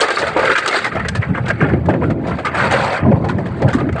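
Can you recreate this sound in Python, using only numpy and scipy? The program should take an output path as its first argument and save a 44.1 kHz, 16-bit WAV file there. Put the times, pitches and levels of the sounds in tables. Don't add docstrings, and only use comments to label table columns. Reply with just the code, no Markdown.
import sys
import numpy as np
from scipy import signal
from scipy.fft import rfft, irfft, next_fast_len
from scipy.io import wavfile
from scipy.ndimage import uniform_filter1d, minimum_filter1d, map_coordinates

SR = 44100
rng = np.random.default_rng(int(sys.argv[2]) if len(sys.argv) > 2 else 0)


def log_audio(samples):
    frames = np.atleast_2d(samples).T
    limited = np.clip(frames, -1, 1)
    pcm = np.round(limited * 32767).astype(np.int16)
    wavfile.write(sys.argv[1], SR, pcm)


N = 176400

# time in seconds, buffeting and flutter in relative dB.
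WIND_LEVELS = [(0.0, -41, -38), (0.17, -47, -36), (0.2, -37, -28), (0.26, -30, -39), (0.52, -33, -25.5),
               (0.56, -41, -42), (0.7, -48, -32), (0.91, -33.5, -30), (0.95, -23, -28.5),
               (1.11, -21.5, -52.5), (1.2, -20, -39), (1.24, -33, -38), (1.31, -10.5, -24),
               (1.38, -28, -24), (1.41, -17, -38), (1.59, -24.5, -26.5), (1.64, -19.5, -7.5),
               (1.69, -17.5, -24), (1.74, -13.5, -9.5), (1.84, -19, -31.5), (1.89, -9, -11),
               (1.93, -19.5, -17), (2.1, -15.5, -14.5), (2.21, -25.5, -18.5), (2.34, -16.5, -25.5),
               (2.39, -31.5, -25.5), (2.53, -26.5, -29.5), (2.64, -20, -25), (2.84, -21, -28),
               (2.99, -36, -31), (3.03, -14.5, -20), (3.1, -12.5, -4.5), (3.14, -13, -22),
               (3.17, -16, -19.5), (3.38, -19.5, -21), (3.52, -20.5, -28), (3.61, -24.5, -19.5),
               (3.66, -4.5, -26), (3.71, -23.5, -27), (3.75, -19.5, -15.5), (3.79, -18, -19.5),
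               (3.88, -22.5, -12.5), (3.94, -14.5, -37), (4.0, -27, -37.5)]
# start in seconds, relative level in dB, pitch in Hz.
EDDIES = [(1.185, -2, 125), (1.311, -18, 143), (1.53, -7.5, 118), (1.62, -0.5, 148), (1.736, -10.5, 189),
          (2.106, -4, 140), (3.039, -4, 75.4), (3.088, 2.5, 225), (3.131, 1, 145), (3.342, -2.5, 95),
          (3.644, 5, 107.4), (3.744, 1, 254)]
# start in seconds, length in seconds, level in dB, pitch in Hz.
POLE_SLIPS = [(.2, .035, -19, 536), (.364, 0.028, -18, 436), (.43, .1, -17.5, 518.5),
              (1.885, 0.039, -46, 600)]
# time in seconds, hollow tone, clack and crunch in relative dB.
RATTLE_LEVELS = [(0.0, -20, -18.5, -37.6), (0.15, -23, -23.5, -26.5), (0.33, -24, -26.5, -41),
                 (0.4, -16.5, -18.5, -33), (0.52, -35, -18.5, -27.5), (0.62, -25, -23.5, -38),
                 (0.76, -17, -18, -22.5), (0.9, -34.5, -30, -43), (1.0, -25, -27, -47),
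                 (1.12, -31.5, -33.5, -47), (1.29, -29.5, -33.5, -52.5), (1.42, -26.5, -34.5, -53),
                 (1.56, -32, -31.5, -49), (1.66, -20.5, -26.5, -49), (1.82, -32, -39.5, -58),
                 (1.95, -26.5, -45, -58), (2.07, -40, -37, -53.5), (2.18, -33, -44, -64),
                 (2.29, -18.5, -28.5, -43), (2.42, -34, -37.5, -50), (2.53, -26, -27, -48),
                 (2.58, -18.5, -15, -32), (2.74, -16, -20.5, -30), (2.88, -14.5, -20, -30.5),
                 (2.98, -20.5, -19, -36), (3.03, -23, -28.1, -57), (3.13, -22.5, -39.5, -55),
                 (3.35, -26, -38.5, -53), (3.53, -32.5, -36, -50), (3.8, -26, -33, -50),
                 (3.92, -41, -38.5, -56), (4.0, -35, -29, -40.5)]
# start in seconds, hollow tone, clack and crack
# in relative dB, main note in Hz, settling time in seconds.
SLAT_IMPACTS = [(0.0, -14, -21.8, -16.5, 1624, 0.018), (0.026, -18.5, -16.5, -30.5, 1277, 0.02),
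                (0.081, -25, -21.0, -33, 1220, 0.0053), (0.103, -18, -20.5, -30, 1580, 0.0072),
                (0.168, -32, -18.5, -51, 1217, 0.014), (0.184, -23.5, -35, -26.5, 2040, 0.021),
                (0.217, -17.5, -18, -34, 573, 0.028), (0.268, -21.5, -20.5, -30, 1330, 0.02),
                (0.363, -13, -20, -33.5, 523, 0.022), (0.389, -15, -21, -35.5, 534, 0.016),
                (0.428, -18, -22.5, -41, 526, 0.014), (0.45, -23, -19.5, -30, 1620, 0.0099),
                (0.473, -30, -17.5, -59, 1518.0, 0.0061), (0.493, -16, -13, -37.6, 414, 0.016),
                (0.515, -26, -18.5, -41, 1450, 0.007), (0.553, -40, -14, -33, 1683, 0.015),
                (0.578, -24, -22, -24, 1270.0, 0.012), (0.623, -40, -23.5, -41, 1577, 0.023),
                (0.659, -40, -21, -29.5, 1235, 0.0029), (0.675, -21, -22.5, -21, 1260, 0.0078),
                (0.723, -25.5, -22, -34, 2070, 0.007), (0.74, -20, -19.7, -37, 2046.0, 0.018),
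                (0.759, -38, -19.5, -43, 1735, 0.013), (0.784, -48, -22, -33.5, 1450, 0.0038),
                (0.842, -25, -18.5, -30, 2045, 0.008), (0.858, -22, -22.3, -34.5, 1870, 0.016),
                (0.916, -30, -27, -58, 1254, 0.01), (0.952, -20, -22, -42.5, 650, 0.026),
                (0.995, -30, -24.0, -48, 1900, 0.005), (1.048, -24, -24.5, -49, 1944, 0.0066),
                (1.083, -30, -27.1, -26, 1647.0, 0.004), (1.15, -25, -25, -32.6, 1757, 0.0097),
                (1.165, -46, -48, -42, 1680, 0.0063), (1.219, -28, -23, -53, 1990, 0.017),
                (1.348, -30, -23.5, -51, 1648, 0.021), (1.374, -24, -27, -50, 1143, 0.01),
                (1.455, -39, -26, -43, 1484, 0.016), (1.481, -22.5, -24.5, -34, 1570, 0.012),
                (1.501, -19.5, -17.5, -35.5, 1567.0, 0.0059), (1.605, -18, -17.5, -45, 1613, 0.016),
                (1.639, -37, -21.5, -60, 1406, 0.017), (1.687, -42.0, -26.5, -49, 1760, 0.017),
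                (1.732, -26, -30, -53, 2090, 0.0059), (1.856, -48, -36.5, -49, 1640, 0.0058),
                (1.886, -12.5, -22, -43.5, 610, 0.016), (1.903, -40, -36, -58, 479.0, 0.0038),
                (1.933, -18.5, -26.5, -51.1, 545, 0.017), (2.013, -19, -32, -61, 468.0, 0.018),
                (2.031, -37, -26, -53, 1340, 0.011), (2.1, -24, -27.5, -44, 616, 0.011),
                (2.269, -29.3, -31.5, -40.5, 721.0, 0.021), (2.306, -42.0, -27, -62, 1350, 0.023),
                (2.384, -24.5, -26.5, -42, 595, 0.017), (2.448, -25.5, -19.5, -31.5, 1227, 0.017),
                (2.463, -26, -19.5, -48, 1226, 0.017), (2.545, -23, -21.5, -36.5, 1656, 0.024),
                (2.601, -23.5, -20.5, -39, 1520, 0.024), (2.639, -18.5, -18.2, -39, 943, 0.022),
                (2.709, -18.5, -18, -25.5, 850, 0.023), (2.731, -19, -16.5, -39, 592, 0.011),
                (2.763, -46, -22, -44, 1420, 0.011), (2.842, -37, -41, -34.5, 510, 0.0068),
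                (2.924, -21.5, -38, -41.0, 733, 0.023), (3.051, -21, -51, -63, 617, 0.012),
                (3.059, -18.6, -49, -64, 650, 0.016), (3.112, -16, -30.5, -56, 570, 0.015),
                (3.242, -22.5, -31, -46, 804, 0.016), (3.286, -33, -23, -35.5, 1014, 0.015),
                (3.381, -22.5, -30.5, -51, 586, 0.012), (3.455, -28.5, -32.5, -44.5, 464, 0.016),
                (3.618, -17.5, -28, -41, 517, 0.01), (3.644, -17.5, -46, -63, 620, 0.0068),
                (3.678, -21, -23, -36.5, 554, 0.023), (3.73, -35, -22.5, -33.5, 1140, 0.016),
                (3.783, -40, -27, -44.5, 1233, 0.018), (3.806, -20.5, -34, -68, 1230, 0.0069),
                (3.888, -24.5, -28.5, -53.5, 423, 0.0037), (3.925, -35, -37.5, -46.5, 2030, 0.0032),
                (3.955, -25, -29.5, -62, 646, 0.023), (3.98, -22, -26.5, -52, 1270, 0.021)]

# frequency in Hz, gain in dB.
EXHAUST_COLOUR = [(25, -39.5), (70, 1), (125, 21), (180, 10.5), (300, 0.5), (600, -7.5), (1500, -30),
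                  (6000, -47)]
BUFFET_COLOUR = [(20, -37), (38, -20.5), (55, -16), (80, 0), (125, 0.5), (180, -1), (240, -9), (330, -22.5),
                 (500, -35), (1000, -42.5), (3000, -78)]
FLUTTER_COLOUR = [(80, -25.5), (160, -3.5), (240, 3.5), (340, 3), (450, -8), (700, -13), (1100, -37.5),
                  (2500, -52), (6000, -75), (12000, -86.5)]
PORT_COLOUR = [(15, -28), (40, -14.5), (60, -7.5), (85, 3.5), (400, -3)]
HOLLOW_COLOUR = [(120, -33.5), (260, -8), (430, 2), (580, -2.5), (760, -4), (950, -5.5), (1400, -6.5)]
CLACK_COLOUR = [(500, -43), (900, -5), (1250, 5.5), (1600, 4), (2100, 0.5), (2500, -5), (3000, -14),
                (4500, -13.5)]
CRUNCH_COLOUR = [(1500, -15.5), (2700, 5.5), (3050, -1), (3700, 4.5), (4200, 1), (4600, 4), (5100, -9),
                 (6500, -13), (7200, -10), (8400, -7.5), (9200, -19.5), (10000, -33), (11400, -40),
                 (12500, -46.5), (16000, -51)]
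CRACK_COLOUR = [(1500, -13.5), (2800, 6), (4400, 5), (5400, -3), (6500, -4.5), (8400, -4.5), (9200, -11.5),
                (10200, -27), (11400, -28), (12500, -39.5), (16000, -46)]

HOLLOW_T60, CLACK_T60, CRACK_T60, NOTE_T60 = 0.055, 0.03, 0.015, 0.059
LOAD_RISE_S, TOUCH_S = 0.0025, 0.00036
SHORTER_POLES_S = (1.53, 2.56)


def amp(db):
    return 10 ** (np.asarray(db) / 20)


def unit(x):
    return x / np.sqrt(np.mean(x ** 2) + 1e-20)


def wobble(rate):
    return map_coordinates(rng.standard_normal(2048), [np.arange(N) * rate / SR], mode="wrap")


def curves(rows):
    times, *columns = np.transpose(rows)
    return [np.interp(np.arange(N) / SR, times, column) for column in columns]


def add(track, start_s, sound):
    i = int(np.clip(start_s * SR, 0, N - 1))
    track[i:i + len(sound)] += sound[:N - i]


def body(colour, size=4096):
    hz, db = np.transpose(colour)
    log_hz = np.log(np.fft.rfftfreq(size, 1 / SR) + 1)
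    cepstrum = irfft(np.log(amp(np.interp(log_hz, np.log(hz), db))))
    cepstrum[1:size // 2] *= 2
    cepstrum[size // 2 + 1:] = 0
    return irfft(np.exp(rfft(cepstrum)))


def through(x, response):
    return signal.fftconvolve(x, response)[:len(x)]


def engine(firing_hz=27.68, level_db=-49):
    cycles = np.cumsum(firing_hz * (1 + .04 * wobble(3))) / SR
    firings = np.diff(np.floor(cycles), prepend=0) * amp(6 * wobble(27))
    return amp(level_db) * unit(through(firings, body(EXHAUST_COLOUR)))


def turbulence(colour):
    pressure = unit(through(rng.standard_normal(N), body(colour)))
    local_power = np.abs(uniform_filter1d(pressure ** 2, size=1800))
    return unit(pressure / np.sqrt(local_power + 0.28))


def wind(eddy_rise_s=0.0092):
    buffet_db, flutter_db = curves(WIND_LEVELS)
    buffet = amp(buffet_db - 1.5) * turbulence(BUFFET_COLOUR)
    flutter = amp(flutter_db - 3.5) * turbulence(FLUTTER_COLOUR)
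    thumps, t = np.zeros(N), np.arange(SR // 10) / SR
    swell = (t / eddy_rise_s) ** 2
    for start_s, db, hz in EDDIES:
        add(thumps, start_s, amp(db - 4) * swell * np.exp(1 - swell) * np.sin(2 * np.pi * hz * t))
    return buffet + flutter + through(thumps, body(PORT_COLOUR))


def groans():
    out = np.zeros(N)
    for start_s, length_s, db, hz in POLE_SLIPS:
        t = np.arange(int(2 * length_s * SR)) / SR
        phase = 2 * np.pi * np.cumsum(hz * (1 + 0.049 * wobble(170)[:len(t)])) / SR
        envelope = (1 - np.exp(-t / 0.0048)) / (1 + (t / length_s) ** 8)
        roughness = amp(1.9 * wobble(120)[:len(t)])
        add(out, start_s, amp(db) * envelope * roughness * np.sin(phase))
    return out


def contacts(times, strengths, band_hz, t60, length, modes=3):
    t = np.arange(int(1.3 * t60 * SR), dtype=np.float32) / SR
    hz = rng.uniform(*band_hz, (len(times), modes, 1)).astype(np.float32)
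    sign = rng.choice([-1, 1], hz.shape).astype(np.float32)
    envelope = (1 - np.exp(-t / TOUCH_S)) * amp(-60 * t / t60)
    rings = (sign * np.sin(2 * np.pi * hz * t)).sum(1) * envelope * strengths[:, None]
    samples = (times * SR).astype(int)[:, None] + np.arange(len(t))
    return np.bincount(samples.ravel(), rings.ravel(), length)[:length]


def rattle(band_hz, t60, colour, spread_db, count):
    times = (np.arange(count) + rng.uniform(0, 2, count)) / count * N / SR
    strengths = amp(spread_db * np.clip(rng.standard_normal(count), -2, 2))
    return unit(through(contacts(times, strengths, band_hz, t60, N), body(colour)))


def deck():
    hollow_db, clack_db, crunch_db = curves(RATTLE_LEVELS)
    jolt_db = wobble(40)
    short_share = np.interp(np.arange(N) / SR, SHORTER_POLES_S, [0, 1])
    long_poles = rattle((365, 903), HOLLOW_T60, HOLLOW_COLOUR, spread_db=1.5, count=600)
    short_poles = rattle((523, 1067), HOLLOW_T60, HOLLOW_COLOUR, spread_db=1, count=600)
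    poles = np.sqrt(1 - short_share) * long_poles + np.sqrt(short_share) * short_poles
    clacks = rattle((856, 3356), CLACK_T60, CLACK_COLOUR, spread_db=2.5, count=2100)
    flicker_db = 2.1 * wobble(110)
    crunch = rattle((2400, 13960), CRACK_T60, CRUNCH_COLOUR, spread_db=2.5, count=8500)
    return amp(jolt_db) * (amp(hollow_db - 4.5) * poles + amp(clack_db - 2.5) * clacks
                           + amp(crunch_db - 3 + flicker_db) * crunch)


def rebounds(band_hz, t60, settle_s, response, count, modes):
    age = (np.arange(count) + rng.uniform(0, 1, count)) / count * 3
    loading = 1 - np.exp(-age * settle_s / LOAD_RISE_S)
    strengths = loading * np.exp(-age) * amp(rng.normal(0, 1.77, count))
    times = (age - age[0]) * settle_s
    burst = through(contacts(times, strengths, band_hz, t60, SR // 6, modes), response)
    return burst / np.sqrt(np.sum(burst ** 2) / (.03 * SR) + 1e-20)


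def knocks():
    out = np.zeros(N)
    hollow_body = body(HOLLOW_COLOUR, size=2048)
    clack_body = body(CLACK_COLOUR, size=1024)
    crack_body = body(CRACK_COLOUR, size=512)
    for start_s, hollow_db, clack_db, crack_db, hz, settle_s in SLAT_IMPACTS:
        note_db = hollow_db if hz < 900 else clack_db
        note = rebounds((.97 * hz, 1.03 * hz), NOTE_T60, settle_s, [1.], count=6, modes=1)
        hollow = rebounds((284, 1003), HOLLOW_T60, settle_s, hollow_body, count=10, modes=2)
        clack = rebounds((846, 3410), CLACK_T60, settle_s, clack_body, count=22, modes=3)
        crack = rebounds((2214, 14000), CRACK_T60, settle_s, crack_body, count=26, modes=10)
        add(out, start_s, amp(note_db - 3) * note + amp(hollow_db - 2.5) * hollow
            + amp(clack_db - 2) * clack + amp(crack_db - 1.5) * crack)
    return out


def scene(scatter_db=-17, scatter_t60=0.085):
    bamboo = knocks() + deck() + groans()
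    t = np.arange(SR // 3) / SR
    tail = rng.standard_normal(len(t)) * amp(-60 * t / scatter_t60) * (t > .004)
    scatter = amp(scatter_db) * through(bamboo, tail / np.linalg.norm(tail))
    return (bamboo + scatter + engine() + wind())[None]


def record(dry, ceiling=.88, cutoff_hz=15800):
    needed_gain = np.minimum(1, ceiling / (np.abs(dry) + 1e-9))
    limited = dry * uniform_filter1d(minimum_filter1d(needed_gain, size=400), size=300)
    size = next_fast_len(N + SR // 4)
    passband = np.fft.rfftfreq(size, 1 / SR) < cutoff_hz
    return irfft(rfft(limited, size) * passband, size)[:, :N]


dry = scene()
out = record(dry)
log_audio(out)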